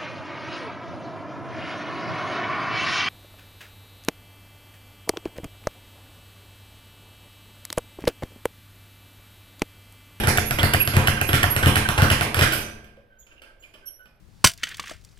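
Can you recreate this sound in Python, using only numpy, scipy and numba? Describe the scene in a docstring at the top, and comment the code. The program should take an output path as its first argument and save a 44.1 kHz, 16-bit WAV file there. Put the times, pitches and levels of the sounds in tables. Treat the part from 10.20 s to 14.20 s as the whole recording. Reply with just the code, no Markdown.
"""First you hear a speed bag drumming in steady threes: fist, back of the platform, front, back again.
Each rebound slaps the board, thumps the air in the bag and rings the platform, frame and swivel link.
The metal swivel squeaks, chirps, creaks and clacks, and goes on softly as the bag swings out.
A bare living room echoes over a faint background noise, and a limiter holds down the loudest peaks."""
import sys
import numpy as np
from scipy import signal
from scipy.fft import rfft, irfft
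from scipy.io import wavfile
from scipy.ndimage import uniform_filter1d, minimum_filter1d
from numba import njit

SR = 44100
rng = np.random.default_rng(int(sys.argv[2]) if len(sys.argv) > 2 else 0)


def wrap_up_sound(samples):
    """Save the sound to the file named by the first command line argument, as 16-bit audio."""
    columns = np.atleast_2d(samples).T
    # keep every value between -1 and 1, then stretch to whole-number steps
    tamed = np.clip(columns, -1, 1)
    steps = np.round(tamed * 32767).astype(np.int16)
    wavfile.write(sys.argv[1], SR, steps)


N = 176400
LEAD = SR // 2  # extra samples before time zero, as the punching is already going
LENGTH = N + LEAD
SPOTS = 4  # places where the blows land, each with its own room echo
THUMP_LAG_S = 0.002503  # the thump comes just after the slap


# Tone of a leather slap: pitch_hz, level_db
SLAP_TONE = [(60, -7), (200, -8), (500, -2), (850, -5), (1500, 2), (2200, 3), (3000, 2.5), (4000, -8),
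             (5000, -9), (7000, -11.5), (8800, -5.5), (11000, -5), (14000, -11)]

def bag(low_cut_hz=82):
    """Leather slaps and air thumps. Returns the direct slaps, the slaps at each spot, and the thumps."""
    near, spots, thumps = (a + b for a, b in zip(rebounds(), punches()))
    leather = unit(colour(SLAP_TONE))
    thumps = signal.sosfilt(signal.butter(2, low_cut_hz, "high", fs=SR, output="sos"), thumps)
    return convolve(near, leather), [convolve(spot, leather) for spot in spots], thumps


# The bag hitting the platform: start_s, slap_db, thump_db, rim (0 back, 1 front)
REBOUNDS = [(-.190, 25, -5, 1), (-.050, 7.5, -15.5, 0), (0.0726, 17, -8.5, 0), (0.1741, 13, -14, 1),
            (0.3098, 8, -22, 0), (0.4312, 15, -8.5, 0), (0.5364, 12.5, -14, 1), (0.6758, 7.5, -18, 0),
            (0.7674, 8, -6, 0), (0.8731, 12.5, -15, 1), (1.0138, 9.5, -18, 0), (1.1319, 15.5, -10, 0),
            (1.231, 12.5, -13.5, 1), (1.3643, 8.5, -16, 0), (1.4601, 14.5, -5, 0), (1.5570, 13.5, -13, 1),
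            (1.6890, 9, -19, 0), (1.8204, 15, -5, 0), (1.9019, 13.5, -11, 1), (2.0108, 10, -17, 0),
            (2.1452, 7.5, -28, 0), (2.2120, 16.5, -8, 0)]
# Quick echoes of a slap on the front rim: delay_s, level_db
FRONT_ECHOES = [(.0027, 4), (.0069, -15), (0.0136, -21.5)]

def rebounds():
    """The bag hits the platform with a crack and a short rattle; the front rim thumps lower and longer."""
    near, thumps = np.zeros((2, LENGTH))
    spots = np.zeros((SPOTS, LENGTH))
    for k, (start_s, slap_db, thump_db, front) in enumerate(REBOUNDS):
        slap = undb(-3) * burst(decay_s=0.0012) + undb(-16) * burst(decay_s=0.006)  # crack + rattle
        slap[0] -= 1  # a sharp click at the very start
        slap *= undb(slap_db)
        add(spots[k % SPOTS], start_s, slap)
        direct = slap * undb(6.5 if front else 6)
        add(near, start_s, direct)
        if front:
            for delay_s, level_db in FRONT_ECHOES:
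                add(near, start_s + delay_s, direct * undb(level_db))
        air = thump(pitch_hz=96, peak_s=0.0086) if front else thump(pitch_hz=104, peak_s=0.0049)
        add(thumps, start_s + THUMP_LAG_S, undb(thump_db) * air)
    return near, spots, thumps


# The fist hitting the bag: start_s, slap_db, thump_db, decay_s
PUNCHES = [(0.036, 9.5, -15.5, 0.014), (.387, 12, -17, 0.022), (0.736, 13, -15, 0.12),
           (1.090, 10.5, -17.5, 0.0096), (1.427, 12.5, -12, 0.024), (1.778, 14.5, -10.5, 0.023),
           (2.167, 10.5, -15, 0.038)]

def punches():
    """The fist lands on the leather with a duller slap and a deep thump."""
    near, thumps = np.zeros((2, LENGTH))
    spots = np.zeros((SPOTS, LENGTH))
    for k, (start_s, slap_db, thump_db, decay_s) in enumerate(PUNCHES):
        slap = undb(slap_db) * burst(decay_s, tilt_db_per_octave=-3)
        add(spots[k % SPOTS], start_s, slap)
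        add(near, start_s, slap)
        add(thumps, start_s + THUMP_LAG_S, undb(thump_db) * thump(pitch_hz=88.5, peak_s=0.009))
    return near, spots, thumps


def thump(pitch_hz, peak_s):
    """The squeezed bag swells and falls back within a few cycles."""
    t = np.arange(SR // 10) / SR
    return np.sin(2 * np.pi * pitch_hz * t) * swell(t, peak_s) ** 1.4


# Tone of the slapped board: pitch_hz, level_db
BOARD_TONE = [(200, -15.5), (450, -6), (720, 9), (950, -12.5), (1200, 2), (1420, 10.5), (1850, 12),
              (2200, -5), (2900, 0.5), (4200, -18), (14000, -34)]

def board(knock_lag_s=0.0097):
    """The board rings briefly under each slap; the front rim adds a knock just after."""
    hits = np.zeros(LENGTH)
    for start_s, slap_db, _, front in REBOUNDS:
        add(hits, start_s, undb(slap_db - 1.5) * burst(decay_s=0.011))
        if front:
            add(hits, start_s + knock_lag_s, undb([slap_db + 2]))
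    return convolve(hits, unit(colour(BOARD_TONE)))


# Ringing notes of the platform, frame and wall, plus the swivel link's high, lasting ring
# (the last two rows): pitch_hz, level_db, ring_s (time to fade by 60 dB)
RINGING_NOTES = [(30.5, -30, 0.8), (61.6, -31.5, 1.4), (95.3, -4, 0.19), (131.5, -18, 0.72),
                 (181.9, -24.5, 0.13), (216.2, -24.5, 1.2), (281.2, -25, 0.48), (311.6, -26.5, 0.82),
                 (434.6, -24.5, 0.46), (561, -27, 0.47), (718, -26.5, 1), (874, -22, 0.15),
                 (1210, -36.5, .4), (1590, -20.5, 1.1), (1560, -29.5, .6)]

def ringing():
    """Each rebound pushes the platform, its wall frame and the swivel link, and they ring on."""
    pushes, t = np.zeros(LENGTH), np.arange(2 * SR) / SR
    for start_s, _, thump_db, _ in REBOUNDS:
        add(pushes, start_s + THUMP_LAG_S, undb([thump_db]))
    ring = sum(undb(level_db) * np.sin(2 * np.pi * pitch_hz * t) * fade(t, ring_s)
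               for pitch_hz, level_db, ring_s in RINGING_NOTES)
    return convolve(pushes, ring)


# Tone of the shaking platform: pitch_hz, level_db
SHUDDER_TONE = [(60, -30.5), (120, -3), (160, -0.5), (320, -6), (500, -11.5), (1000, -24), (4000, -65)]

def shudder():
    """The whole platform gives a low shudder, louder under a heavier rebound."""
    shakes = np.zeros(LENGTH)
    for start_s, _, thump_db, _ in REBOUNDS:
        add(shakes, start_s + THUMP_LAG_S, undb(thump_db + 12.5) * burst(decay_s=0.025))
    return convolve(shakes, unit(colour(SHUDDER_TONE)))


# Knocks of the link in the swivel: start_s, level_db, decay_s, tilt_db_per_octave
CLACKS = [(0.972, 3, 0.0066, -3), (2.189, 14.5, 0.011, 0), (2.321, 11, 0.013, 0.5), (2.332, -4, 0.032, 7.5),
          (2.641, -16, 0.011, -1), (2.768, -23.5, 0.0059, -4), (3.065, -20.5, 0.014, -1.5),
          (3.12, -22.5, 0.013, -2), (3.218, -13, 0.0086, -0.5), (3.423, -19.5, 0.045, 0),
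          (3.538, -15, 0.014, -1), (3.856, -16, 0.003, -2.5)]
# Tone of the ringing link: pitch_hz, level_db
LINK_TONE = [(40, -29.5), (150, -10), (560, -0.5), (900, -10.5), (1540, 1.5), (1900, -4.5), (2430, 8),
             (2650, 1.5), (3100, 3), (3900, -12.5), (4900, -8.5), (6800, -17.5), (9000, -9.5), (14000, -13)]

def clacks(rise_s=0.0011):
    """The loose link settles into the swivel, knocks and rings."""
    knocks = np.zeros(LENGTH)
    for start_s, level_db, decay_s, tilt in CLACKS:
        knock = undb(level_db) * burst(decay_s, tilt)
        t = np.arange(len(knock)) / SR
        add(knocks, start_s, knock * (1 - np.exp(-t / rise_s)))
    return convolve(knocks, unit(colour(LINK_TONE)))


# Squeaks of the swivel: start_s, length_s, pitch_hz, level_db, octave_db, waver (share of the pitch)
SQUEAKS = [(-.035, .045, 5680, -58, -31, .006), (.252, .048, 5670, -60, -31, .007),
           (.594, .048, 5680, -58, -21, .004), (1.068, .045, 5680, -60, -30, .007),
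           (1.298, .04, 5690, -58, -23, .005), (2.385, .1, 6050, -49, -70, .018),
           (2.985, .04, 6750, -55, -61, .035), (3.395, .035, 7050, -61, -69, .025),
           (3.655, .045, 5670, -51, -39, .005)]

def squeaks(sag=0.006, size=8192):
    """Dry metal sticks and slips: a wavering, slightly sinking tone and the octave above it."""
    out, t = np.zeros(LENGTH), np.arange(size) / SR
    for start_s, length_s, pitch_hz, level_db, octave_db, waver in SQUEAKS:
        progress = np.minimum(t / length_s, 1)
        bend = 1 + waver * wobble(size, smooth_samples=90) - sag * (progress - .5)
        phase = 2 * np.pi * np.cumsum(pitch_hz * bend) / SR
        tone = undb(level_db) * np.sin(phase) + undb(octave_db) * np.sin(2 * phase)
        add(out, start_s, np.sin(np.pi * progress) * tone)
    return out


# Creaks of the swivel and frame: start_s, length_s, pitch_hz, level_db
CREAKS = [(0.389, 0.021, 3200, -27), (0.600, 0.018, 2560, -22.5), (2.763, 0.033, 548, -55.5),
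          (3.006, 0.034, 3280, -71), (3.109, 0.02, 2780, -60), (3.163, 0.039, 2780, -59),
          (3.223, 0.04, 2680, -59), (3.431, 0.033, 2360, -52.5), (3.419, .03, 2990, -56.5),
          (3.532, 0.049, 622, -66), (3.535, 0.029, 3020, -55), (3.667, 0.037, 3030, -60.5),
          (3.857, .02, 2950, -64)]

def creaks(slips_per_s=1200, damping=0.1, size=8192):
    """Under load, many tiny uneven slips ring one note of the mount."""
    out, t = np.zeros(LENGTH), np.arange(size) / SR
    for start_s, length_s, pitch_hz, level_db in CREAKS:
        slips = (rng.random(size) < slips_per_s / SR) * rng.exponential(size=size)
        slips *= np.sin(np.pi * np.minimum(t / length_s, 1))
        ring = t * np.sin(2 * np.pi * pitch_hz * t) * np.exp(-np.pi * damping * pitch_hz * t)
        creak = unit(signal.fftconvolve(slips, ring))
        add(out, start_s, undb(level_db) * np.sqrt(length_s * SR / 2) * creak)
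    return out


# Chirps of the pivot in its mount: start_s, pitch_hz, level_db, swell_s
CHIRPS = [(.969, 1565, -25.5, .006), (1.084, 1574, -27, 0.0075), (1.328, 1515, -30, 0.0055),
          (1.409, 1540, -32, .006), (1.431, 1520, -22, .006), (1.65, 1543, -23, 0.0081),
          (1.798, 1543, -20.5, 0.0049), (1.873, 1538, -27, 0.0081), (2.266, 1557, -29, .006),
          (2.328, 1543, -25, .007), (2.474, 1563, -47, .01), (2.89, 1533, -61, 0.041),
          (3.10, 1555, -60.5, .025), (3.255, 1576, -56, 0.034), (3.611, 1550, -58, 0.024),
          (3.785, 1500, -52, 0.023)]

def chirps(waver=0.015, flutter_db=2.5, size=16384):
    """The pivot rubs and the mount sings one note: short on a fast swing, swelling on a slow one."""
    out, t = np.zeros(LENGTH), np.arange(size) / SR
    for start_s, pitch_hz, level_db, swell_s in CHIRPS:
        bend = 1 + waver * wobble(size, smooth_samples=200)
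        phase = 2 * np.pi * np.cumsum(pitch_hz * bend) / SR
        tone = np.sin(phase) + undb(-16) * np.sin(2 * phase)
        grip = undb(flutter_db * (wobble(size, smooth_samples=260) - .5))
        add(out, start_s, undb(level_db) * swell(t, swell_s) ** 2 * grip * tone)
    return out


# Tone of the room's echo: pitch_hz, level_db
ROOM_TONE = [(60, 10.5), (200, 4), (500, 2), (900, 5.5), (1500, 1.5), (3000, -0.5), (5000, 3.5),
             (8000, -0.5), (14000, 2)]
# How long the room rings: pitch_hz, ring_s (time to fade by 60 dB)
ROOM_RING = [(100, 1), (500, 0.79), (1500, 0.6), (4000, 0.51), (9000, 0.43), (14000, 0.27)]

def room(track, build_s=0.0091, shared_below_hz=607, size=40960):
    """The room's echo builds up, dies sooner in the highs, and is alike for both ears in the lows."""
    t, hz = np.arange(size) / SR, np.fft.rfftfreq(size, 1 / SR)
    right, apart = rfft(rng.standard_normal((2, size)))
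    shared = 1 / (1 + (hz / shared_below_hz) ** 2)
    left = shared * right + np.sqrt(1 - shared ** 2) * apart
    noise = np.array([left, right]) * undb(curve(ROOM_TONE, hz))
    bands_hz, rings_s = np.array(ROOM_RING).T
    tail = np.zeros((2, size))
    for band_hz, ring_s in zip(bands_hz, rings_s):
        band = curve(np.c_[bands_hz, bands_hz == band_hz], hz)  # 1 at this band, 0 at the others
        tail += irfft(noise * band) * fade(t, ring_s)
    build = 1 - np.exp(-(t / build_s) ** 2)
    tail *= build * undb(0.5) / np.sqrt(SR / 20)
    return signal.fftconvolve(track[None], tail, axes=1)[:, :LENGTH]


# Tone of the background noise: pitch_hz, level_db
BACKGROUND_TONE = [(25, 4.5), (60, 0.5), (120, -8.5), (200, -28.5), (550, -9.5), (1000, -27.5), (1500, -23),
                   (3000, -29.5), (7000, -49), (14000, -40.5)]

def background(level_db=-59.5):
    """A faint, steady rumble and hiss, mostly the same in both ears."""
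    tone = unit(colour(BACKGROUND_TONE))
    left, right, both = (convolve(rng.standard_normal(LENGTH), tone) for _ in range(3))
    return undb(level_db) * (np.array([left, right]) * .5 + both)


def undb(db):
    """Turn decibels into a number to multiply by."""
    return 10 ** (np.asarray(db) / 20)


def unit(x):
    """Scale a sound so its total energy is 1."""
    return x / np.sqrt(np.sum(x ** 2))


def add(track, start_s, sound):
    """Mix a sound into a track; times below zero fall in the lead-in."""
    i = max(int(round(start_s * SR)) + LEAD, 0)
    track[i:i + len(sound)] += sound[:max(LENGTH - i, 0)]


def convolve(track, response):
    """Pass a track through a filter, given as its response to one click."""
    return signal.oaconvolve(track, response)[:LENGTH]


def curve(points, hz):
    """Read between the rows of a table, with octaves evenly spaced."""
    pitches, values = np.array(points, float).T
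    return np.interp(np.log(np.maximum(hz, 1)), np.log(pitches), values)


def colour(points, size=2048):
    """Turn a tone table into a filter that never sounds ahead of the hit (minimum phase)."""
    gains = undb(curve(points, np.fft.rfftfreq(size, 1 / SR)))
    cepstrum = irfft(np.log(gains))
    cepstrum[1:size // 2] *= 2
    cepstrum[size // 2 + 1:] = 0
    return irfft(np.exp(rfft(cepstrum)))


def burst(decay_s, tilt_db_per_octave=0, size=8192):
    """A dying burst of tiny contacts; a tilt above zero is brighter, below zero duller."""
    noise = unit(rng.standard_normal(size) * np.exp(-np.arange(size) / SR / decay_s))
    octaves = np.arange(-2, 4)
    tilt = colour(np.c_[1500 * 2. ** octaves, tilt_db_per_octave * octaves])
    return signal.fftconvolve(noise, tilt)


def swell(t, peak_s):
    """Rise to 1 at peak_s, then die away."""
    return t / peak_s * np.exp(1 - t / peak_s)


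def fade(t, ring_s):
    """Fall by 60 dB every ring_s."""
    return np.exp(-np.log(1000) * t / ring_s)


def wobble(size, smooth_samples):
    """A smooth random wander, about 1 in size."""
    wander = uniform_filter1d(rng.standard_normal(size), smooth_samples)
    return wander / wander.std()


# Tone of the left microphone opening: pitch_hz, level_db
LEFT_MIC_TONE = [(30, 1), (150, 2), (300, 1), (550, -3), (1000, -4), (2300, -8), (4500, -3), (8500, -10),
                 (13000, -7)]

def scene(left_lag_s=0.00024):
    """Bag, platform and swivel in the room, heard through a left and a right microphone opening."""
    slaps, to_room, thumps = bag()
    rings = board() + ringing()
    knocks, squeal = clacks(), squeaks()
    rubbing = creaks() + chirps()
    shake = shudder()
    direct = slaps + thumps + rings + shake + undb(-2) * knocks + undb(8.5) * (squeal + rubbing)
    # Other sounds share the room echoes of the first three slap spots.
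    to_room[0] += knocks + undb(-20.5) * thumps
    to_room[1] += undb(8) * squeal + rubbing
    to_room[2] += undb(-15.5) * shake
    echo_left, echo_right = sum(room(track) for track in to_room)
    t = np.arange(LENGTH) / SR
    early = np.interp(t + left_lag_s, t, direct)  # the direct sound reaches the left side first
    left = convolve(early + echo_left, colour(LEFT_MIC_TONE))
    return (np.array([left, direct + echo_right]) + background())[:, LEAD:]


@njit
def hold(levels, keep):
    """Jump up to each peak, then sink back smoothly."""
    held, peak = np.empty(len(levels)), 0.
    for i in range(len(levels)):
        peak = max(levels[i], peak * keep)
        held[i] = peak
    return held


def record(dry):
    """A limiter briefly turns down loud slaps and rounds off what is left; the highest treble is cut."""
    limit, ceiling, release_s, lookahead_s, top_hz = 2, 0.86, 0.0058, 0.0005, 14600
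    peak = hold(np.abs(dry).max(axis=0), np.exp(-1 / (release_s * SR)))
    ahead = int(lookahead_s * SR)
    gain = minimum_filter1d(limit / np.maximum(peak, limit), 2 * ahead)
    limited = dry * uniform_filter1d(gain, ahead)
    rounded = limited / (1 + (limited / ceiling) ** 4) ** .25
    return signal.sosfilt(signal.ellip(8, .2, 70, top_hz, fs=SR, output="sos"), rounded)


dry = scene()
out = record(dry)
wrap_up_sound(out)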